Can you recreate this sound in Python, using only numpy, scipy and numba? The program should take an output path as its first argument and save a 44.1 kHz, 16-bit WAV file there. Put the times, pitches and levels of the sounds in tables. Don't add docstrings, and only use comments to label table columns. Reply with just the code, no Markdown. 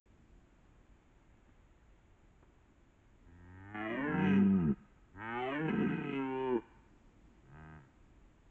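import sys
import numpy as np
from scipy import signal
from scipy.fft import rfft, irfft, next_fast_len
from scipy.io import wavfile
from scipy.ndimage import uniform_filter1d
from numba import njit

SR = 44100
rng = np.random.default_rng(int(sys.argv[2]) if len(sys.argv) > 2 else 0)


def file_out(sig):
    cols = np.atleast_2d(sig).T
    lim = np.clip(cols, -1, 1)
    pcm = np.round(lim * 32767).astype(np.int16)
    wavfile.write(sys.argv[1], SR, pcm)


N = 374850
TIME_S = np.arange(N) / SR

# freq_hz, gain_db
CHEST_TONE = [(30, -51), (70, -4), (110, -8), (170, 3), (200, 4), (430, 0.5), (540, -13), (680, -42.5),
              (1000, -100)]
MOUTH_TONE = [(250, -86.5), (450, -10), (600, 13.5), (1900, -0.5), (2200, -19.5), (2600, -54), (3500, -100)]
RASP_TONE = [(1400, -67), (1950, 2), (2250, 8), (2850, 0), (3250, -5), (3600, -16), (4300, -20),
             (5000, -44), (6000, -28.5), (8000, -20)]
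TEETH_TONE = [(4500, -37.5), (5300, -25.5), (5600, 4.5), (6100, 3.5), (6600, -1.5), (8000, -19)]
NECK_TONE = [(50, -28.5), (75, -7), (95, 3), (155, -1.5), (240, -25.5), (500, -66.5)]

def stag(sputter_db=2, hum_db=8, hum_limit_db=-54, taut_db=-41, slack_range_db=7):
    rough = roughness()
    pitch, (chest_gain, mouth_gain, rasp_gain) = effort()
    chest_db = 20 * np.log10(chest_gain + 1e-9)
    slack = np.clip((taut_db - chest_db) / slack_range_db, 0, 1)
    cycles = fold_cycles(pitch, rough)
    source = folds(cycles, rough) + second_vibration(FLAPPING_1) + second_vibration(FLAPPING_2)
    voice = throat(source, slack)
    sputter = sputter_db * rough * wobble(45)
    chest = chest_gain * levelled(coloured(voice, CHEST_TONE))
    mouth = mouth_gain * amp(.5 * sputter) * levelled(coloured(voice, MOUTH_TONE))
    rasp = rasp_gain * amp(sputter) * levelled(coloured(voice, RASP_TONE))
    sizzle = rasp_gain * chest_gain * amp(-2) * noise(TEETH_TONE)
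    hum_gain = np.minimum(chest_gain * amp(hum_db), amp(hum_limit_db)) * (1 - rough)
    hum = hum_gain * levelled(coloured(pulses(cycles), NECK_TONE))
    return hum + chest + mouth + rasp + sizzle


# start_s, end_s, attack_s, release_s
ROAR_SPANS = [(3.741, 4.748, 0.013, 0.043), (5.136, 6.607, .045, .035)]
# time_s, pitch_hz
ROAR_PITCH_1 = [(3.74, 105.4), (3.88, 110.2), (3.95, 122.8), (4.06, 149.5), (4.2, 156.8), (4.37, 136),
                (4.465, 99.1), (4.55, 98.2), (4.74, 63.27)]
ROAR_PITCH_2 = [(5.15, 90.5), (5.23, 110.3), (5.34, 118.7), (5.5, 135.3), (5.619, 161.9), (5.75, 147.3),
                (6.021, 149), (6.15, 137), (6.26, 131.9), (6.451, 130.4), (6.531, 124.4), (6.598, 104.1)]
# time_s, chest_db, mouth_db, rasp_db
ROAR_LEVELS_1 = [(3.76, -45, -44, -54), (3.868, -42, -42.5, -51.5), (3.89, -40.5, -44, -48.5),
                 (4.126, -35.5, -41, -57.5), (4.262, -29.5, -41, -45.5), (4.36, -26.5, -46.5, -47.5),
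                 (4.408, -25.5, -50.5, -59), (4.476, -27, -57, -66.5), (4.554, -27.5, -53.5, -70),
                 (4.614, -33, -51.5, -63.5), (4.706, -28.5, -55, -72), (4.72, -28, -52, -64)]
ROAR_LEVELS_2 = [(5.17, -54.5, -59, -90), (5.216, -53, -46, -59), (5.388, -41, -39.5, -49.5),
                 (5.556, -40, -41, -48), (5.646, -35, -47, -59.5), (5.696, -34, -42.5, -46),
                 (5.728, -35, -46.5, -55.5), (5.826, -30.5, -46.5, -53), (6.038, -41, -50.5, -53),
                 (6.166, -37, -51, -47), (6.198, -35, -45, -53.5), (6.268, -39.5, -46, -56.5),
                 (6.486, -36, -41.5, -57), (6.558, -29, -47, -63), (6.575, -34, -43.5, -62)]
# start_s, end_s, rise_s, fall_s, top_pitch_hz, base_level_db
GROAN_AND_GRUNT = [(3.24, 3.765, .48, .01, 105, -53), (7.43, 7.888, .135, .125, 78.06, -56.5)]
# offset_db, loss_at_rest_db
SOFT_CALL_BANDS = [(-3.5, 14.5), (-4, 20.3), (-18.5, 24)]

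def effort(soft_sag=.18, soft_bend=2.5):
    roaring = sum(gate(*roar) for roar in ROAR_SPANS)
    pitch, = curves(ROAR_PITCH_1 + ROAR_PITCH_2)
    gains = roaring * amp(curves(ROAR_LEVELS_1 + ROAR_LEVELS_2))
    for start, end, rise, fall, top_hz, db in GROAN_AND_GRUNT:
        push = gate(start, end, rise, fall)
        sounding = gate(start, end, 0.026, 0.018)
        band_db = [db + offset - loss * (1 - push) for offset, loss in SOFT_CALL_BANDS]
        gains = gains + sounding * amp(band_db)
        soft_pitch = top_hz * (1 - soft_sag * (1 - push ** soft_bend))
        pitch = np.where((sounding > 0) & (roaring == 0), soft_pitch, pitch)
    return pitch, gains


# start_s, end_s, roughness_share
HOARSE_SPELLS = [(3.713, 4.13, 0.21), (4.05, 4.5, .33), (4.424, 4.796, 0.62), (5.359, 5.663, 0.19),
                 (5.648, 6.036, .74), (5.95, 6.167, .4), (6.52, 6.646, 0.41)]

def roughness(calm=.06, fade_s=.05):
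    spells = [depth * gate(start, end, fade_s, fade_s) for start, end, depth in HOARSE_SPELLS]
    return np.clip(np.max(spells, axis=0), calm, 1)


def fold_cycles(pitch, rough, jitter=.07):
    return np.cumsum(pitch * (1 + jitter * rough * wobble(170))) / SR


def folds(cycles, rough, shimmer_db=5):
    beats = pulses(cycles) * amp(shimmer_db * rough * wobble(140))
    breath = noise([(100, -2.5), (600, -1), (2500, 7.5), (8000, 8.5), (12000, -24)])
    puffs = unit(breath * np.exp(-2.5 * (cycles % 1)))
    return (1 - rough) * beats + rough * puffs


# time_s, pitch_hz, gain_db
FLAPPING_1 = [(3.9, 58, 0), (4.1, 85.44, -7), (4.2, 93.06, -2.5), (4.38, 99.04, 1.5), (4.55, 96.73, 14),
              (4.72, 64.47, 4)]
FLAPPING_2 = [(5.69, 84.2, -10.5), (5.82, 90, -15), (5.95, 86.17, -18.5)]

def second_vibration(course, waver=0.0041, fade_s=0.043):
    hz, db = curves(course)
    flaps = pulses(np.cumsum(hz * (1 + waver * wobble(60))) / SR)
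    dulled = coloured(flaps, [(95, 8), (200, 0), (300, -7), (420, -8.5), (650, -11.5), (2000, -20.5)])
    sounding = gate(course[0][0] - fade_s / 2, course[-1][0] + 2 * fade_s, fade_s, fade_s)
    return amp(db) * sounding * dulled


# halfway_s, time_scale_s, let_go_s
LARYNX_DROPS = [(3.876, .11, 4.95), (5.469, 0.078, 7.8)]

def larynx():
    return sum((TIME_S < let_go) / (1 + np.exp((halfway - TIME_S) / scale))
               for halfway, scale, let_go in LARYNX_DROPS)


# larynx_up_hz, larynx_down_hz, open_jaw_adds_hz, width_hz, gain_db
FORMANTS = [(269, 190, 180, 50.7, 11.5), (920, 325, 75, 57.5, 5.5), (1300, 706, 133, 49, 2.5),
            (1600, 888, 28, 68, 3.5), (1833, 1232, 300, 51, 5), (2190, 1535, 150, 80, 4.5),
            (2480, 1848, 560, 74, 2), (2895, 2430, 400, 66, 5.5), (3225, 2740, 540, 35, 3)]
# time_s, jaw_open_share, cavity_hz
MOUTH_POSES_1 = [(3.3, 0, 1720), (3.75, 0.11, 1725), (3.9, 0.53, 1985), (4.02, .45, 1820),
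                 (4.15, 0.18, 1590), (4.3, 0.11, 1600), (4.5, 0.09, 1240)]
MOUTH_POSES_2 = [(5.2, 0.075, 1530), (5.321, .15, 1445), (5.409, 0.66, 808), (5.48, 0.78, 665.5),
                 (5.55, 0.48, 1740), (5.722, .12, 1510), (6.0, 0.098, 1455), (6.2, 0.28, 1155),
                 (6.4, 0.98, 920), (6.6, 0.77, 935), (7.4, 0.083, 1490)]

def throat(source, slack, leak_db=-34, cavity_db=7, cavity_width_hz=300, taut_quiver=0.015):
    radians = 2 * np.pi / SR
    widening = 1 + .9 * slack
    drop = larynx()
    jaw, cavity_hz = curves(MOUTH_POSES_1 + MOUTH_POSES_2)
    voice = amp(leak_db) * source
    for up, down, opened, width, db in FORMANTS:
        quiver = 1 + taut_quiver * (1 - slack) * wobble(25)
        hz = (up + (down - up) * drop + opened * jaw) * quiver
        voice = voice + amp(db) * resonate(source, radians * hz, radians * width * widening)
    cavity = resonate(voice, radians * cavity_hz, radians * cavity_width_hz * widening)
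    return voice + amp(cavity_db) * cavity


# start_s, level_db (before gain_db)
FOOTFALLS = [(0.653, -65), (1.373, -60), (1.49, -59), (2.426, -50.5)]
# freq_hz, gain_db
CRUNCH_TONE = [(60, 4), (220, 9.5), (700, -2.5), (1700, -5), (3000, -53), (5000, -68), (8000, -62)]

def hooves(t60_s=0.07, gain_db=-3):
    blows = sum(amp(db - 60 * np.abs(TIME_S - start) / t60_s) * (TIME_S >= start)
                for start, db in FOOTFALLS)
    return amp(gain_db) * blows * noise(CRUNCH_TONE)


# freq_hz, t60_s
ECHO_DECAY = [(100, 0.64), (400, 0.32), (1500, 1.33), (3000, 0.78), (8000, 0.097)]

def forest(near, build_s=0.035):
    hz, t, scatter = signal.stft(rng.standard_normal(SR), SR, nperseg=256)
    decay = amp(-60 * t / along(ECHO_DECAY, hz)[:, None])
    onset = 1 - np.exp(-t / build_s)
    _, tail = signal.istft(scatter * decay * onset, SR, nperseg=256)
    echo = signal.fftconvolve(near, tail / np.linalg.norm(tail))[:N]
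    return coloured(echo, [(200, -30), (500, -28.5), (1400, -23.5), (3000, -19.5)])


# freq_hz, gain_db
AIR_TONE = [(12, -22.5), (20, -9.5), (43, 2), (118, -9), (231, -28), (287, -26), (349, -15.5), (463, -21),
            (669, -21), (779, -21.5), (906, -21.5), (989, -23), (2300, -28), (3550, -37), (4620, -52),
            (7810, -120)]

def air(level_db=-66):
    return amp(level_db + 0.86 * wobble(0.69)) * noise(AIR_TONE)


# time_s, level_db (before gain_db)
BREEZE_SWELL = [(0, -66), (1.5, -70), (5, -68.5), (7, -65), (8.5, -66.5)]
# freq_hz, gain_db
TREETOP_TONE = [(80, -10.5), (170, -6), (330, -7), (430, -20), (700, -31.5), (2000, -42)]

def breeze(gain_db=-2):
    swell_db, = curves(BREEZE_SWELL)
    return amp(swell_db + gain_db + 0.58 * wobble(16)) * noise(TREETOP_TONE)


# freq_hz, gain_db
HISS_TONE = [(3000, -36), (4800, -23), (6000, -6.5), (7000, 5.5), (8100, -9)]

def microphone_noise(buffet_db=-70, hiss_db=-89):
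    buffeting = amp(buffet_db + 0.83 * wobble(21))
    rumble = noise([(10, -10.5), (36, 0), (70, -14), (200, -38), (1000, -82.5)])
    return buffeting * rumble + amp(hiss_db) * noise(HISS_TONE)


def amp(db):
    return 10 ** (np.asarray(db) / 20)


def unit(x):
    return x / np.sqrt(np.mean(x ** 2) + 1e-20)


def along(points, hz):
    freqs, values = np.transpose(points)
    return np.interp(np.log(hz + 1), np.log(freqs + 1), values)


def curves(rows):
    times, *columns = np.transpose(rows)
    return [np.interp(TIME_S, times, column) for column in columns]


def gate(start, end, attack, release):
    return np.clip(np.minimum((TIME_S - start) / attack, (end - TIME_S) / release), 0, 1)


def wobble(rate):
    return np.interp(TIME_S * rate, np.arange(N), rng.standard_normal(N))


def coloured(x, points):
    size = 2 * next_fast_len(N // 2 + 8192)
    gains = amp(along(points, np.fft.rfftfreq(size, 1 / SR)))
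    cepstrum = irfft(np.log(gains))
    cepstrum[1:size // 2] *= 2
    cepstrum[size // 2 + 1:] = 0
    return irfft(rfft(x, size) * np.exp(rfft(cepstrum)))[:N]


def noise(points):
    return unit(coloured(rng.standard_normal(N), points))


def levelled(x, size=1500):
    power = uniform_filter1d(uniform_filter1d(x * x, size), size)
    return x / np.sqrt(np.abs(power) + 1e-6 * np.mean(x * x))


def pulses(cycles):
    at = np.interp(np.arange(1, int(cycles[-1])), cycles, np.arange(N))
    i = at.astype(int)
    return unit(np.bincount(i, 1 - (at - i), N) + np.bincount(i + 1, at - i, N))


@njit
def resonate(x, turn, damping):
    y, band, low = np.zeros(len(x)), 0.0, 0.0
    for n in range(len(x)):
        low += turn[n] * band
        band += damping[n] * (x[n] - band) - turn[n] * low
        y[n] = band
    return y


def scene():
    near = stag() + hooves()
    return (near + forest(near) + air() + breeze() + microphone_noise())[None]


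def record(dry, start_s=.057, top_hz=8100):
    running = TIME_S > start_s
    in_band = np.fft.rfftfreq(N, 1 / SR) < top_hz
    return irfft(rfft(dry * running) * in_band, N)


dry = scene()
out = record(dry)
file_out(out)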